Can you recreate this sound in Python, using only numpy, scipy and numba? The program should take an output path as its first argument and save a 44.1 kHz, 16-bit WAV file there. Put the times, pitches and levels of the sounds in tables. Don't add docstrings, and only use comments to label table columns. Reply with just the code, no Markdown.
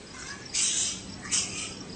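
import sys
import numpy as np
from scipy import signal
from scipy.io import wavfile
from scipy.ndimage import uniform_filter1d
from numba import njit

SR = 44100
rng = np.random.default_rng(int(sys.argv[2]) if len(sys.argv) > 2 else 0)


def linear_from_db(decibels):
    return 10 ** (np.asarray(decibels, float) / 20)


def master_out(mix):
    frames = np.transpose(np.atleast_2d(mix))
    ceiling = np.clip(frames, -1, 1)
    pcm = np.round(ceiling * 32767).astype(np.int16)
    wavfile.write(sys.argv[1], SR, pcm)


N = 85995

# start_s, level_db, chest_db, chest_tuning_ratio, whistle_db, throat_db, cheek_db
SQUAWKS = [
    [(.18, -55, -15, 0.91, 2, -3, 3), (.2, -45, -16, 0.82, 7.5, -6, -4), (.23, -54, -26, 0.73, 3, 1.5, 1)],
    [(.528, -56.5, 8, .67, -10, 1, 1), (.552, -28, -4, 0.86, -1.5, 3, 4.5),
     (.59, -26, -4, 0.92, -0.5, -2.5, 2), (.64, -26, -9, 0.95, 0.5, 3, -11.5),
     (.71, -30, -1, 0.95, -2.5, 1.5, -3.5), (.79, -27.5, -8.5, 1, -0.5, 2.5, -8.5),
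     (.87, -29, 0, 0.95, -2, 6, -3), (.95, -51.5, 2.5, 1.0, -6, 10, 5), (1.06, -58, -5, 1.0, -2, 7, 6)],
    [(1.295, -53, 5, 1, -11, -3, -5), (1.318, -34, -0.5, 0.886, 3.5, -1, -8),
     (1.333, -24, -1.5, .93, 2.5, -2, -2.5), (1.37, -26, -5, .89, -2.5, -6, 0.5),
     (1.46, -48, 2, .91, -0.5, -10, -4), (1.55, -42.5, 2.5, .9, -1.5, -3, 5)],
    [(1.562, -41.5, -3, .99, 0, -4, -4), (1.585, -34, -1.5, 1, -0.5, 1, 3),
     (1.62, -39.5, 2, 0.99, 5, 4, -5), (1.66, -41, 5.5, 0.96, -2.5, -4, 0),
     (1.76, -65, 3, 0.91, -10, 0, 11)],
]
# centre_hz, width_hz, level_db
MOUTH = [(6110, 540, -3), (6682, 870, 1.5)]
THROAT = [(3710, 450, -6), (4070, 420, 1)]
CHEEK = [(5347, 880, 0)]
WHISTLE = [(7443, 890, -3.5), (8473, 1260, 0)]
CHEST = [(2400, 530, -5.5), (3060, 510, 3.5)]
GROWL = [(1840, 1650, 0)]


def near_bat():
    source = vocal_folds(hz=617.9, jitter=.35, scatter_db=-0.5, noise=0.75)
    growling = np.arange(N) / SR < 1.4
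    mouth = ring(source, MOUTH, 0.97)
    throat = linear_from_db(curve(SQUAWKS, column=5) - 9) * ring(source, THROAT, 0.99)
    cheek = linear_from_db(curve(SQUAWKS, column=6) - 1.5) * ring(source, CHEEK, 0.95)
    growl = linear_from_db(-13.5) * growling * ring(source, GROWL, 1)
    whistle = linear_from_db(curve(SQUAWKS, column=4)) * ring(source, WHISTLE, 0.95)
    chest = linear_from_db(curve(SQUAWKS, column=2) - 1.5) * ring(source, CHEST, curve(SQUAWKS, column=3))
    voice = mouth + throat - cheek - growl - whistle + chest
    effort_db = curve(SQUAWKS, column=1) - 4.5 + 0.5 * walk(60.15)
    return voice * linear_from_db(effort_db) * sounding(SQUAWKS)


# start_s, level_db, pitch_hz, throat_hz, throat_db, bright_db, overtone_db
FAR_FIRST = [
    (.135, -55, 527, 1520, 0, -3, 0),
    (.152, -47, 528, 1530, -10, -10, 0),
    (.185, -55, 497, 1480, 12, -4, 0),
    (.225, -51, 493, 1470, 10, -4, -3),
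    (.268, -47, 530, 1600, -3, 2, -3),
    (.31, -50, 559, 1700, 13, 6, -1),
    (.375, -63, 570, 1620, 4, 0, 0),
    (.44, -59, 575, 1730, 11, -2, -5),
    (.49, -70, 565, 1720, 3, 0, 0),
]
FAR_SECOND = [
    (1.217, -69, 625, 1850, 10.5, -15, -15),
    (1.235, -55, 620.6, 1810, 10.5, -14, -11),
    (1.255, -41.5, 602.6, 1880, -0.5, -25, -21),
    (1.289, -49, 593.8, 2120, 4.5, -10, -5),
    (1.336, -57.5, 566.2, 2220, 6.5, -12, 10.5),
    (1.429, -49, 564.3, 2540, 4, -9, 2),
    (1.535, -50.5, 589, 2520, 3.5, -16, -12),
    (1.619, -51, 641.5, 2400, 9, -11, -12),
    (1.761, -58, 646, 2400, -14, -11, -13),
]
# multiple, width_hz, level_db
FAR_LOW = [(2, 220, -2), (4, 220, -1), (5, 220, -5), (6, 150, -22)]
# centre_hz, width_hz, level_db
FAR_UPPER = [(4150, 290, -7.5), (6120, 810, -5)]


def far_bat():
    calls = [FAR_FIRST, FAR_SECOND]
    second = np.arange(N) / SR > FAR_FIRST[-1][0]
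    hoarseness = 1.8 ** second
    pitch_hz = curve(calls, column=2)
    source = vocal_folds(pitch_hz, .028 * hoarseness, 2.3, .4 * np.sqrt(hoarseness))
    throat = unit(band(source, curve(calls, column=3), 330))
    voice = linear_from_db(curve(calls, column=4)) * throat
    for multiple, width_hz, db in FAR_LOW:
        level_db = db + 2.0 * walk(19.82) + curve(calls, column=6) * (multiple > 3)
        voice = voice + linear_from_db(level_db) * unit(band(source, np.round(multiple) * pitch_hz, width_hz))
    for hz, width_hz, db in FAR_UPPER:
        edge = unit(band(source, hz * np.sqrt(pitch_hz / 560), width_hz))
        voice = voice + linear_from_db(db + curve(calls, column=5)) * edge
    breath = linear_from_db(0.5 - 5 * second) * unit(band(source, 6500, 3500))
    level_db = curve(calls, column=1) + 0.39 * walk(40)
    return (voice + breath) * linear_from_db(level_db) * sounding(calls)


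def vocal_folds(hz, jitter, scatter_db, noise):
    chance = rng.standard_normal((N, 3)).T
    phase = np.cumsum(hz * (1 + jitter * walk(700)).clip(.2)) / SR
    cycle = phase.astype(int)
    size = linear_from_db(scatter_db * chance[0][cycle])
    pulses = np.diff(cycle, prepend=0) * size
    puffs = chance[1] * size * np.exp(-(phase % 1) / .5)
    share = np.clip(noise, 0, 1)
    return np.sqrt(1 - share) * unit(pulses) + np.sqrt(share) * unit(puffs)


def ring(source, table, tuning):
    out = 0
    for k, (hz, width_hz, db) in enumerate(table):
        level = linear_from_db(db + 2.1 * walk(34.95))
        centre_hz = hz * tuning * (1 + 0.016 * walk(15.12))
        out = out + (-1) ** k * level * unit(band(source, centre_hz, width_hz))
    return unit(out)


# start_s, level_db
DIPS = [(.064, -52), (.097, -48), (.272, -52), (0.302, -47), (.488, -48), (0.518, -48.5), (1.085, -50.5),
        (1.116, -46.5), (1.262, -51.5), (1.288, -48.5), (1.489, -49.5), (1.521, -46.5), (1.678, -51),
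        (1.713, -45), (1.891, -48), (1.922, -46)]
# start_s, level_db, pitch_hz
SLIDES = [
    (0.183, -47.5, 5780),
    (.221, -45.5, 5840),
    (.416, -48.5, 5780),
    (.455, -47, 5850),
    (1.096, -46.5, 5750),
    (1.132, -46, 5859),
    (1.193, -55, 6457),
    (1.766, -49, 5770),
    (1.805, -46.5, 5820),
]


def birds():
    out = np.zeros(N + SR)
    for start_s, db in DIPS:
        add_chirp(out, start_s, db, 5420, .019, lambda u: .125 * (1 - abs(u - .6) / .6))
    for start_s, db, hz in SLIDES:
        add_chirp(out, start_s, db, hz, .01, lambda u: .11 * u)
    out = out[:N] * linear_from_db(3.5 * walk(500))
    return out + linear_from_db(-2) * echo(out, t60_s=.035, first_s=.002)


def add_chirp(out, start_s, db, hz, length_s, drop):
    u = np.arange(int(length_s * SR)) / (length_s * SR)
    phase = 2 * np.pi * np.cumsum(hz * (1 - drop(u))) / SR
    start = int(start_s * SR)
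    out[start:start + len(u)] += linear_from_db(db + 4) * np.sin(phase) * np.sqrt(np.sin(np.pi * u))


def insect():
    return unit(band(rng.standard_normal(N), 7880, 170)) * linear_from_db(-60 + 2.2 * walk(6))


# multiple, level_db
MOTOR = [(1, -54), (2, -50), (3, -56.5), (4, -59)]


def motor():
    t = np.arange(N) / SR
    phase = 2 * np.pi * np.cumsum(95.46 * (1 + 0.0071 * walk(5.07))) / SR
    near_db = -15.5 / (1 + np.exp((t - 0.85) / 0.069))
    hum = 0
    for multiple, db in MOTOR:
        hum = hum + np.sqrt(2) * linear_from_db(db + 1.27 * walk(9.5)) * np.sin(np.round(multiple) * phase)
    return linear_from_db(near_db) * hum


# centre_hz, level_db (per Hz)
YARD = [(13, -47), (22, -11.5), (208, -3.5), (433, -9), (558, -18), (1460, -20.5), (5410, -24.5),
        (8110, -27), (9200, -37), (12000, -70.5), (20200, -120)]


def yard():
    out, table = 0, np.array(YARD)
    traffic_rise_db = np.linspace(-.5, .5, N) * 3
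    for hz in 25 * 2 ** np.arange(0, 8.7, 1 / 3):
        db = np.interp(np.log(hz), np.log(table[:, 0]), table[:, 1]) + 10 * np.log10(hz)
        db = db + 0.89 * walk(5.6) + traffic_rise_db * (hz < 700)
        out = out + linear_from_db(db) * unit(svf(rng.standard_normal(N), np.full(N, hz), hz / 4))
    return unit(out) * linear_from_db(-44)


def echo(x, t60_s=0.45, first_s=.008):
    t = np.arange(SR // 2) / SR
    tail = rng.standard_normal(len(t)) * linear_from_db(-60 * t / t60_s) * (t > first_s)
    return signal.fftconvolve(x, tail / np.sqrt(np.sum(tail ** 2)))[:N]


@njit
def svf(x, hz, width):
    y, b, l = np.empty(len(x)), 0., 0.
    for i in range(len(x)):
        g, k = np.tan(np.pi * hz[i] / SR), width / hz[i]
        v = (b + g * (x[i] - l)) / (1 + g * (g + k))
        b, l, y[i] = 2 * v - b, l + 2 * g * v, k * v
    return y


def band(x, hz, width):
    hz = np.clip(hz + np.zeros(N), 15, .45 * SR)
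    return svf(svf(x, hz, 1.27 * width), hz, 1.27 * width)


def unit(x):
    return x / np.sqrt(np.mean(x ** 2))


def walk(rate):
    k = int(SR / rate)
    steps = np.repeat(rng.standard_normal(N // k + 1), k)
    return unit(uniform_filter1d(uniform_filter1d(steps, k), k)[:N])


def curve(calls, column):
    rows = np.concatenate([np.array(c, float) for c in calls])
    return np.interp(np.arange(N) / SR, rows[:, 0], rows[:, column])


def sounding(calls):
    t = np.arange(N) / SR
    gate = 1. - (t < calls[0][0][0]) - (t > calls[-1][-1][0])
    for call, following in zip(calls, calls[1:]):
        end_s, next_s = call[-1][0], following[0][0]
        if next_s - end_s > .05:
            gate = gate - ((t > end_s) & (t < next_s))
    return uniform_filter1d(gate, size=400)


def scene():
    near, far, chirps = near_bat(), far_bat(), birds()
    returns = echo(linear_from_db(-2.5) * near + linear_from_db(-9) * far + linear_from_db(-10) * chirps)
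    mono = near + far + chirps + returns + insect() + motor() + yard()
    return np.array([mono, mono])


def low_pass(x):
    return signal.sosfilt(signal.butter(12, 14500, fs=SR, output="sos"), x)


# start_s, end_s, centre_hz, width_hz, drift_hz_per_s
DROPS = [(.62, .76, 4520, 200, 1600), (.76, 1.12, 4720, 180, -1100), (.72, 1.05, 2380, 130, 200),
         (.16, .34, 2320, 120, 500), (.35, .41, 2920, 130, 0), (1.36, 1.45, 2030, 130, 0),
         (1.42, 1.66, 3290, 130, 400), (1.35, 1.45, 4700, 200, 0), (1.52, 1.85, 3950, 170, -600),
         (1.53, 1.76, 4450, 180, -1100), (1.62, 1.73, 2090, 120, 0), (1.24, 1.31, 3330, 200, 0),
         (1.22, 1.29, 2570, 200, 0), (.46, .51, 6550, 200, 0), (.42, .46, 8450, 400, 0)]
# time_s, edge_hz
TOP = [(0, 8820), (.44, 8730), (.55, 8950), (.63, 8800), (.95, 8870), (1.15, 8170), (1.2, 8800),
       (1.6, 8780), (1.77, 8570), (1.79, 8310), (1.82, 8000), (1.84, 8700), (1.92, 8550), (1.95, 8400)]
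# time_s, length_s
JOLTS = [
    (.556, .017),
    (1.325, .008),
]


def jolt(t):
    return sum(np.exp(-((t - s) / length_s) ** 4) for s, length_s in JOLTS)


def record(dry):
    hz, t, z = signal.stft(dry[0], SR, nperseg=1024)
    above_hz = hz[:, None] - np.interp(t, *np.array(TOP).T)
    gain_db = -np.clip(above_hz / 4, 0, 90)
    for start, end, centre, width, drift in DROPS:
        off = (hz[:, None] - centre - drift * (t - start)) / width
        fade = np.clip(np.minimum(t - start, end - t) / .02 + .5, 0, 1)
        gain_db = gain_db - 30 * np.exp(-(2.1 * off) ** 4) * fade
    grain = uniform_filter1d(rng.standard_normal(z.shape), size=7, axis=1)
    gain_db = gain_db + 3.5 * (grain / grain.std() - .4) * (hz[:, None] > 400)
    leak = jolt(t) * (above_hz > 0) * linear_from_db(-19 - 2 * above_hz / 1000)
    mid = signal.istft(z * (linear_from_db(gain_db) + leak), SR, nperseg=1024)[1][:N]
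    side = linear_from_db(-19) * jolt(np.arange(N) / SR) * np.roll(mid, 300)
    return low_pass(np.array([mid + side, mid - side]))


dry = scene()
out = record(dry)
master_out(out)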